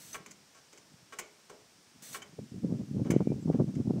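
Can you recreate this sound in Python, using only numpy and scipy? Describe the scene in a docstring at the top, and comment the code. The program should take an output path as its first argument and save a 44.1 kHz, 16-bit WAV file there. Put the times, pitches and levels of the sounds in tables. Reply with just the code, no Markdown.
"""The hand crank of an old car, worked outdoors on a lawn and heard close on one microphone.
Twice the shaft scrapes along its sleeve and butts home, squeaking and ticking in its play; twice the
ratchet clacks against the engine, ringing the iron and the front panels. Leaves hiss all round.
A faint breeze rumbles on the microphone; in the second half a gust buffets it with low thumps."""
import sys
import numpy as np
from scipy import signal
from scipy.fft import rfft, irfft
from scipy.io import wavfile
from scipy.ndimage import uniform_filter1d

SR = 44100
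rng = np.random.default_rng(int(sys.argv[2]) if len(sys.argv) > 2 else 0)


def wrap_up_sound(samples):
    """Save the sound to the file named by the first command line argument, as 16-bit audio."""
    columns = np.atleast_2d(samples).T
    # keep every value between -1 and 1, then stretch to whole-number steps
    tamed = np.clip(columns, -1, 1)
    steps = np.round(tamed * 32767).astype(np.int16)
    wavfile.write(sys.argv[1], SR, steps)


N = 176400
TIME = np.arange(N) / SR

# pushes of the shaft along its sleeve: start_s, release_s, level_db
SHAFT_SLIDES = [(-.02, 0.16, -53.5), (0.13, 0.14, -52.5), (2.022, 2.172, -50.5), (2.087, 2.065, -51),
                (2.129, 2.15, -51)]
# the shaft catches: start_s, pitch_hz, level_db, swell_s, waver_hz
SHAFT_SQUEAKS = [(.129, 6110, -38.5, 0.0017, 70), (2.217, 3073, -45, 0.0045, 18),
                 (3.23, 2370, -61.5, 0.088, 10), (3.395, 7640, -62, .04, 20)]
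# metal hits: start_s, length_s, boom_db, clank_db, edge_db
SEAT_KNOCKS = [(.144, 0.013, -53.5, -41, -49), (.547, .041, -69, -63.5, -62),
               (1.123, 0.017, -56.5, -48, -54), (1.496, 0.0061, -51.5, -51.5, -54),
               (2.145, 0.013, -54, -41.5, -47), (3.047, 0.032, -48, -58, -65),
               (3.526, 0.014, -48.5, -59, -66)]
CRANK_TICKS = [(.261, 0.0028, -63, -50, -47.5), (.308, 0.0093, -69, -59, -49.5),
               (.728, .007, -62, -60, -55), (.775, 0.0064, -68, -60, -54), (2.219, 0.011, -59, -50, -51.5),
               (3.752, .0044, -69, -59, -56.5)]
RATCHET_CLACKS = [(1.187, 0.0072, -51, -39.5, -39), (3.104, 0.0057, -48, -38.5, -39.5)]
# resonances of the iron: pitch_hz, level_db, t60_s
SHAFT_MODES = [(1106, 0, .12), (1347, -2, .1), (1577, -4, .12), (2310, -6, .1), (2939, -8, .1),
               (6108, -1, .1), (8201, 0, .05), (11180, -3, .04), (13297, -8, .08)]
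RATCHET_MODES = [(1086, 0, 0.022), (1470, -3.5, 0.039), (2073, 1, 0.01), (2248, 3.5, 0.037),
                 (3016, -0.5, 0.013), (6180, 2, 0.027), (6870, 1, .05), (7500, -1.5, .015),
                 (8900, -4, 0.056), (9530, -6, 0.02)]
PANEL_MODES = [(422.7, 8.5, 0.23), (483, 1, 0.28)]
# wind strength at the microphone: time_s, level_db
BREEZE_LEVELS = [(.3, -64), (.6, -81), (.86, -74), (.91, -67.5), (1.12, -75), (1.9, -75), (1.99, -63),
                 (2.49, -61), (2.56, -42), (2.87, -45.5), (3.35, -39), (3.41, -42), (3.5, -39.5)]
# eddies crossing the microphone: middle_s, length_s, level_db
EDDY_BUFFETS = [(2.392, .017, -37), (2.427, 0.037, -44), (2.647, 0.032, -32), (2.726, 0.089, -33.5),
                (2.806, 0.028, -33.5), (2.984, 0.1, -33), (3.065, 0.02, -31), (3.139, 0.061, -30),
                (3.214, 0.026, -27), (3.316, 0.031, -31), (3.496, 0.043, -27.5), (3.552, 0.02, -25),
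                (3.604, 0.027, -24), (3.686, .021, -31), (3.795, 0.045, -33.5), (3.907, 0.022, -27),
                (3.966, 0.059, -32)]
# the hardest eddies on the diaphragm: time_s, level_db, width_ms
EDDY_THUMPS = [(0.941, -48.5, 2.6), (1.028, -51.5, 2.8), (2.391, -27, 0.92), (2.647, -20.5, 1.16),
               (2.724, -20, 1.39), (2.912, -26, 1.9), (2.968, -24.5, 1.3), (2.997, -26.5, 0.85),
               (3.017, -18.5, 1.7), (3.102, -14.5, 1.37), (3.119, -19.5, 0.94), (3.14, -17.5, 0.96),
               (3.164, -9, 1.15), (3.206, -24, 0.5), (3.224, -26, 2.2), (3.273, -16, 1.04),
               (3.303, -21, 1.6), (3.32, -20.5, 0.9), (3.458, -21, 1.7), (3.501, -13, 0.93),
               (3.56, -19.5, 1.6), (3.548, -25, 0.75), (3.588, -18, 2), (3.602, -14.5, 0.99),
               (3.621, -17, 1.3), (3.642, -22, 1.6), (3.767, -21.5, 1.7), (3.802, -20, 1.5),
               (3.876, -19, 1.8), (3.908, -16.5, 1.05), (3.937, -25, 1.03)]
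# noise spectra as heard at the microphone: frequency_hz, relative_db
SCRAPE_COLOUR = [(300, 1), (4500, 0.5), (6500, 4), (8200, 4.5), (10200, -4.5), (11400, 0), (12400, -4.5),
                 (15500, -2)]
LEAF_COLOUR = [(30, -30), (60, -8.5), (120, -0.5), (250, -0.5), (2200, -5), (4200, -6), (5500, -1.5),
               (6600, -6), (9000, -9), (10000, -16), (15500, -21)]
RUMBLE_COLOUR = [(25, -44), (50, -50), (80, -16.5), (120, -0.5), (210, 2), (450, -20), (700, -41),
                 (1200, -82)]
FLUTTER_COLOUR = [(150, -14), (400, -2.5), (650, -8), (1000, -27), (1600, -35), (3500, -74)]
SEAT_COLOUR = [(350, -30), (650, 0.5), (1400, -3), (1950, 1), (2500, -1.5), (3500, -5.5), (9000, -30)]
PANEL_COLOUR = [(45, -32), (200, -14.5), (320, -1.5), (450, -7.5), (600, -5), (2000, -29)]
EDGE_COLOUR = [(3000, -21), (5000, -4), (6300, -0.5), (8000, 0), (10200, -9), (11500, -6.5), (12500, -16),
               (15000, -8.5)]  # the bright top of every metal hit
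RATCHET_COLOUR = [(350, -28), (700, 1.5), (1700, -1.5), (2200, 2), (3100, -8), (3500, -9), (5000, -12.5),
                  (9000, -40)]

EDGE_FROM_HZ, SPARKLE_FROM_HZ = 4000, 7800
RIPPLE_DB, RIPPLE_WIDTH_HZ = 2.8, 90
CLANK_T60_S, TICK_T60_S, TAIL_T60_S = 0.059, 0.038, 0.32
POPS_PER_S, MIC_CUT_HZ, DIAPHRAGM_CUT_HZ = 110, 61, 121


def from_db(db):
    """Decibels to gain."""
    return 10 ** (np.asarray(db) / 20)


def rms_one(x):
    """Scale to rms 1."""
    return x / np.sqrt(np.mean(x ** 2) + 1e-20)


def cut(x, kind, hz, order=2):
    """Butterworth low-pass or high-pass."""
    return signal.sosfilt(signal.butter(order, hz, kind, fs=SR, output="sos"), x + 1e-18)


def noise(spectrum, ripple_db=0):
    """Noise of a given colour, rms 1; ripple adds the many close resonances of a metal body."""
    hz, db = np.transpose(spectrum)
    f = np.maximum(np.fft.rfftfreq(N, 1 / SR), 1)
    knots = np.arange(0, SR, RIPPLE_WIDTH_HZ)
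    ripple = ripple_db * np.interp(f, knots, rng.standard_normal(len(knots)))
    colour = from_db(np.interp(np.log(f), np.log(hz), db) + ripple)
    skirts = np.minimum(f / hz[0], 1) * np.minimum(hz[-1] / f, 1) ** 2
    return rms_one(irfft(rfft(rng.standard_normal(N)) * colour * skirts, N))


def drift(rate_hz):
    """Smooth random wander, rms 1."""
    rolloff = 1 + (np.fft.rfftfreq(N, 1 / SR) / rate_hz) ** 4
    return rms_one(irfft(rfft(rng.standard_normal(N)) / rolloff, N))


def evened(x, samples):
    """Hold the level of a noise steady over a short window."""
    return x / np.sqrt(uniform_filter1d(x ** 2, samples) + 1e-9)


def ring(x, hz, t60_s):
    """One decaying mode, driven by x."""
    radius, angle = from_db(-60 / (t60_s * SR)), 2 * np.pi * hz / SR
    return signal.lfilter([0, np.sin(angle)], [1, -2 * radius * np.cos(angle), radius ** 2], x)


def iron(modes):
    """Iron modes kept ringing by dense small contacts, rms 1."""
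    return rms_one(sum(from_db(db) * evened(ring(rng.standard_normal(N), hz, t60_s), samples=500)
                       for hz, db, t60_s in modes))


def stroke(start_s, hold_s, t60_s, rise_s=0.00097):
    """Envelope: attack, hold, exponential release."""
    age = TIME - start_s
    return np.clip(age / rise_s, 0, 1) * from_db(-60 * np.clip((age - hold_s) / t60_s, 0, 3))


def shaft_scrape():
    """Dry steel slides on steel, hissing and stirring the shaft's high modes."""
    push = sum(from_db(db) * stroke(start, release - start, t60_s=0.0967)
               for start, release, db in SHAFT_SLIDES)
    hiss = noise(SCRAPE_COLOUR, RIPPLE_DB)
    ringing = iron([mode for mode in SHAFT_MODES if mode[0] > EDGE_FROM_HZ])
    return push * rms_one(hiss + from_db(-5) * ringing)


def leaves():
    """Leaves round the lawn blend into one faint, steady hiss."""
    return from_db(-62.5) * noise(LEAF_COLOUR)


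def diaphragm_swing(t, width_ms):
    """The diaphragm is pulled, pushed and settles as one eddy passes; peak 1."""
    passage = np.clip(t / (width_ms / 1000), -30, 30)
    pressure = np.tanh(passage) / np.cosh(passage) ** 2
    swing = cut(cut(pressure, "high", DIAPHRAGM_CUT_HZ), "high", DIAPHRAGM_CUT_HZ)
    return swing / np.abs(swing).max()


def wind_on_microphone():
    """Lumpy rumble; stronger eddies add flutter and small pops, the hardest a single thump each."""
    breeze = from_db(np.interp(TIME, *np.transpose(BREEZE_LEVELS)) + 4.5 * drift(rate_hz=51))
    eddies = sum(from_db(db) / (1 + (2 * (TIME - middle) / length) ** 8)
                 for middle, length, db in EDDY_BUFFETS)
    force = np.hypot(breeze, eddies)
    rumble = force * evened(noise(RUMBLE_COLOUR), samples=600)
    kicks = (rng.random(N) < POPS_PER_S / SR) * rng.choice([-1, 1], N) * rng.uniform(0.56, 1, N)
    pop_shape = diaphragm_swing(np.arange(-600, 601) / SR, width_ms=0.55)
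    pops = signal.fftconvolve(kicks, pop_shape, "same")
    flutter_gain = (force / from_db(-28.5)) ** 1.9  # grows faster than the rumble
    flutter = flutter_gain * (from_db(-45.5) * noise(FLUTTER_COLOUR) + from_db(-35) * pops)
    thumps = sum(from_db(db) * diaphragm_swing(TIME - at, width_ms) for at, db, width_ms in EDDY_THUMPS)
    return cut(rumble + flutter + thumps, "high", MIC_CUT_HZ)


def shaft_squeaks():
    """The shaft catches in its sleeve and gives short, wavering tones."""
    squeaks = np.zeros(N)
    for start, hz, db, swell, waver_hz in SHAFT_SQUEAKS:
        phase = 2 * np.pi * np.cumsum(hz + waver_hz * drift(rate_hz=180)) / SR
        squeaks += from_db(db) * stroke(start, swell, t60_s=0.075, rise_s=swell) * np.sin(phase)
    return squeaks


def clatter(hits, modes, colour, iron_t60_s):
    """Each hit is a burst of contacts: panels boom, iron clanks, and a tail dies away in the car."""
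    starts, lengths, boom_db, clank_db, edge_db = np.transpose(hits)

    def envelope(levels_db, t60_s, delay_s=0):
        return np.sqrt(sum((from_db(db) * stroke(start + delay_s, hold, t60_s)) ** 2
                           for start, hold, db in zip(starts, lengths, levels_db)))

    def with_tail(levels_db, tail_db):
        return np.hypot(envelope(levels_db, iron_t60_s), envelope(levels_db + tail_db, TAIL_T60_S))

    low_modes = [mode for mode in modes if mode[0] < EDGE_FROM_HZ]
    high_modes = [mode for mode in modes if mode[0] > EDGE_FROM_HZ]
    rattle = rms_one(from_db(drift(rate_hz=290)))  # the level flickers by about 1 dB
    boom = rms_one(noise(PANEL_COLOUR) + from_db(-1.5) * iron(PANEL_MODES))
    clank = rms_one(noise(colour, RIPPLE_DB) * rattle + from_db(4) * iron(low_modes))
    bright = rms_one(noise(EDGE_COLOUR, RIPPLE_DB) * rattle + iron(high_modes))
    edge = cut(bright, "low", SPARKLE_FROM_HZ, order=7)
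    sparkle = cut(bright, "high", SPARKLE_FROM_HZ, order=7)
    sparkle_db = edge_db + 0.77 * (edge_db + 41)  # harder hits are brighter
    boom_level = envelope(boom_db, t60_s=0.44, delay_s=0.0038)  # the heavy panels answer late
    return (evened(boom, samples=900) * boom_level
            + evened(clank, samples=700) * with_tail(clank_db, tail_db=-9)
            + edge * with_tail(edge_db, tail_db=-14.5)
            + sparkle * envelope(sparkle_db, iron_t60_s))


def seat_knocks():
    """The shaft butts against its seat with a hollow knock."""
    return clatter(SEAT_KNOCKS, SHAFT_MODES, SEAT_COLOUR, CLANK_T60_S)


def crank_ticks():
    """The loose crank gives small dry ticks in its play."""
    return clatter(CRANK_TICKS, RATCHET_MODES, RATCHET_COLOUR, TICK_T60_S)


def ratchet():
    """The ratchet snaps over its teeth, and the crank sings on at one pitch."""
    snaps = clatter(RATCHET_CLACKS, RATCHET_MODES, RATCHET_COLOUR, CLANK_T60_S)
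    song_level = sum(from_db(clank_db - 24.5) * stroke(start, hold, t60_s=0.62)
                     for start, hold, _, clank_db, _ in RATCHET_CLACKS)
    return snaps + song_level * iron([(2235, 0, 0.08)])


def scene():
    """Crank, leaves and wind meet at one microphone."""
    crank = shaft_scrape() + shaft_squeaks() + seat_knocks() + crank_ticks() + ratchet()
    return (crank + leaves() + wind_on_microphone())[None]


def record(dry):
    """The top is cut steeply above 15.7 kHz."""
    return signal.sosfilt(signal.ellip(12, 0.1, 80, 15700, fs=SR, output="sos"), dry)


dry = scene()
out = record(dry)
wrap_up_sound(out)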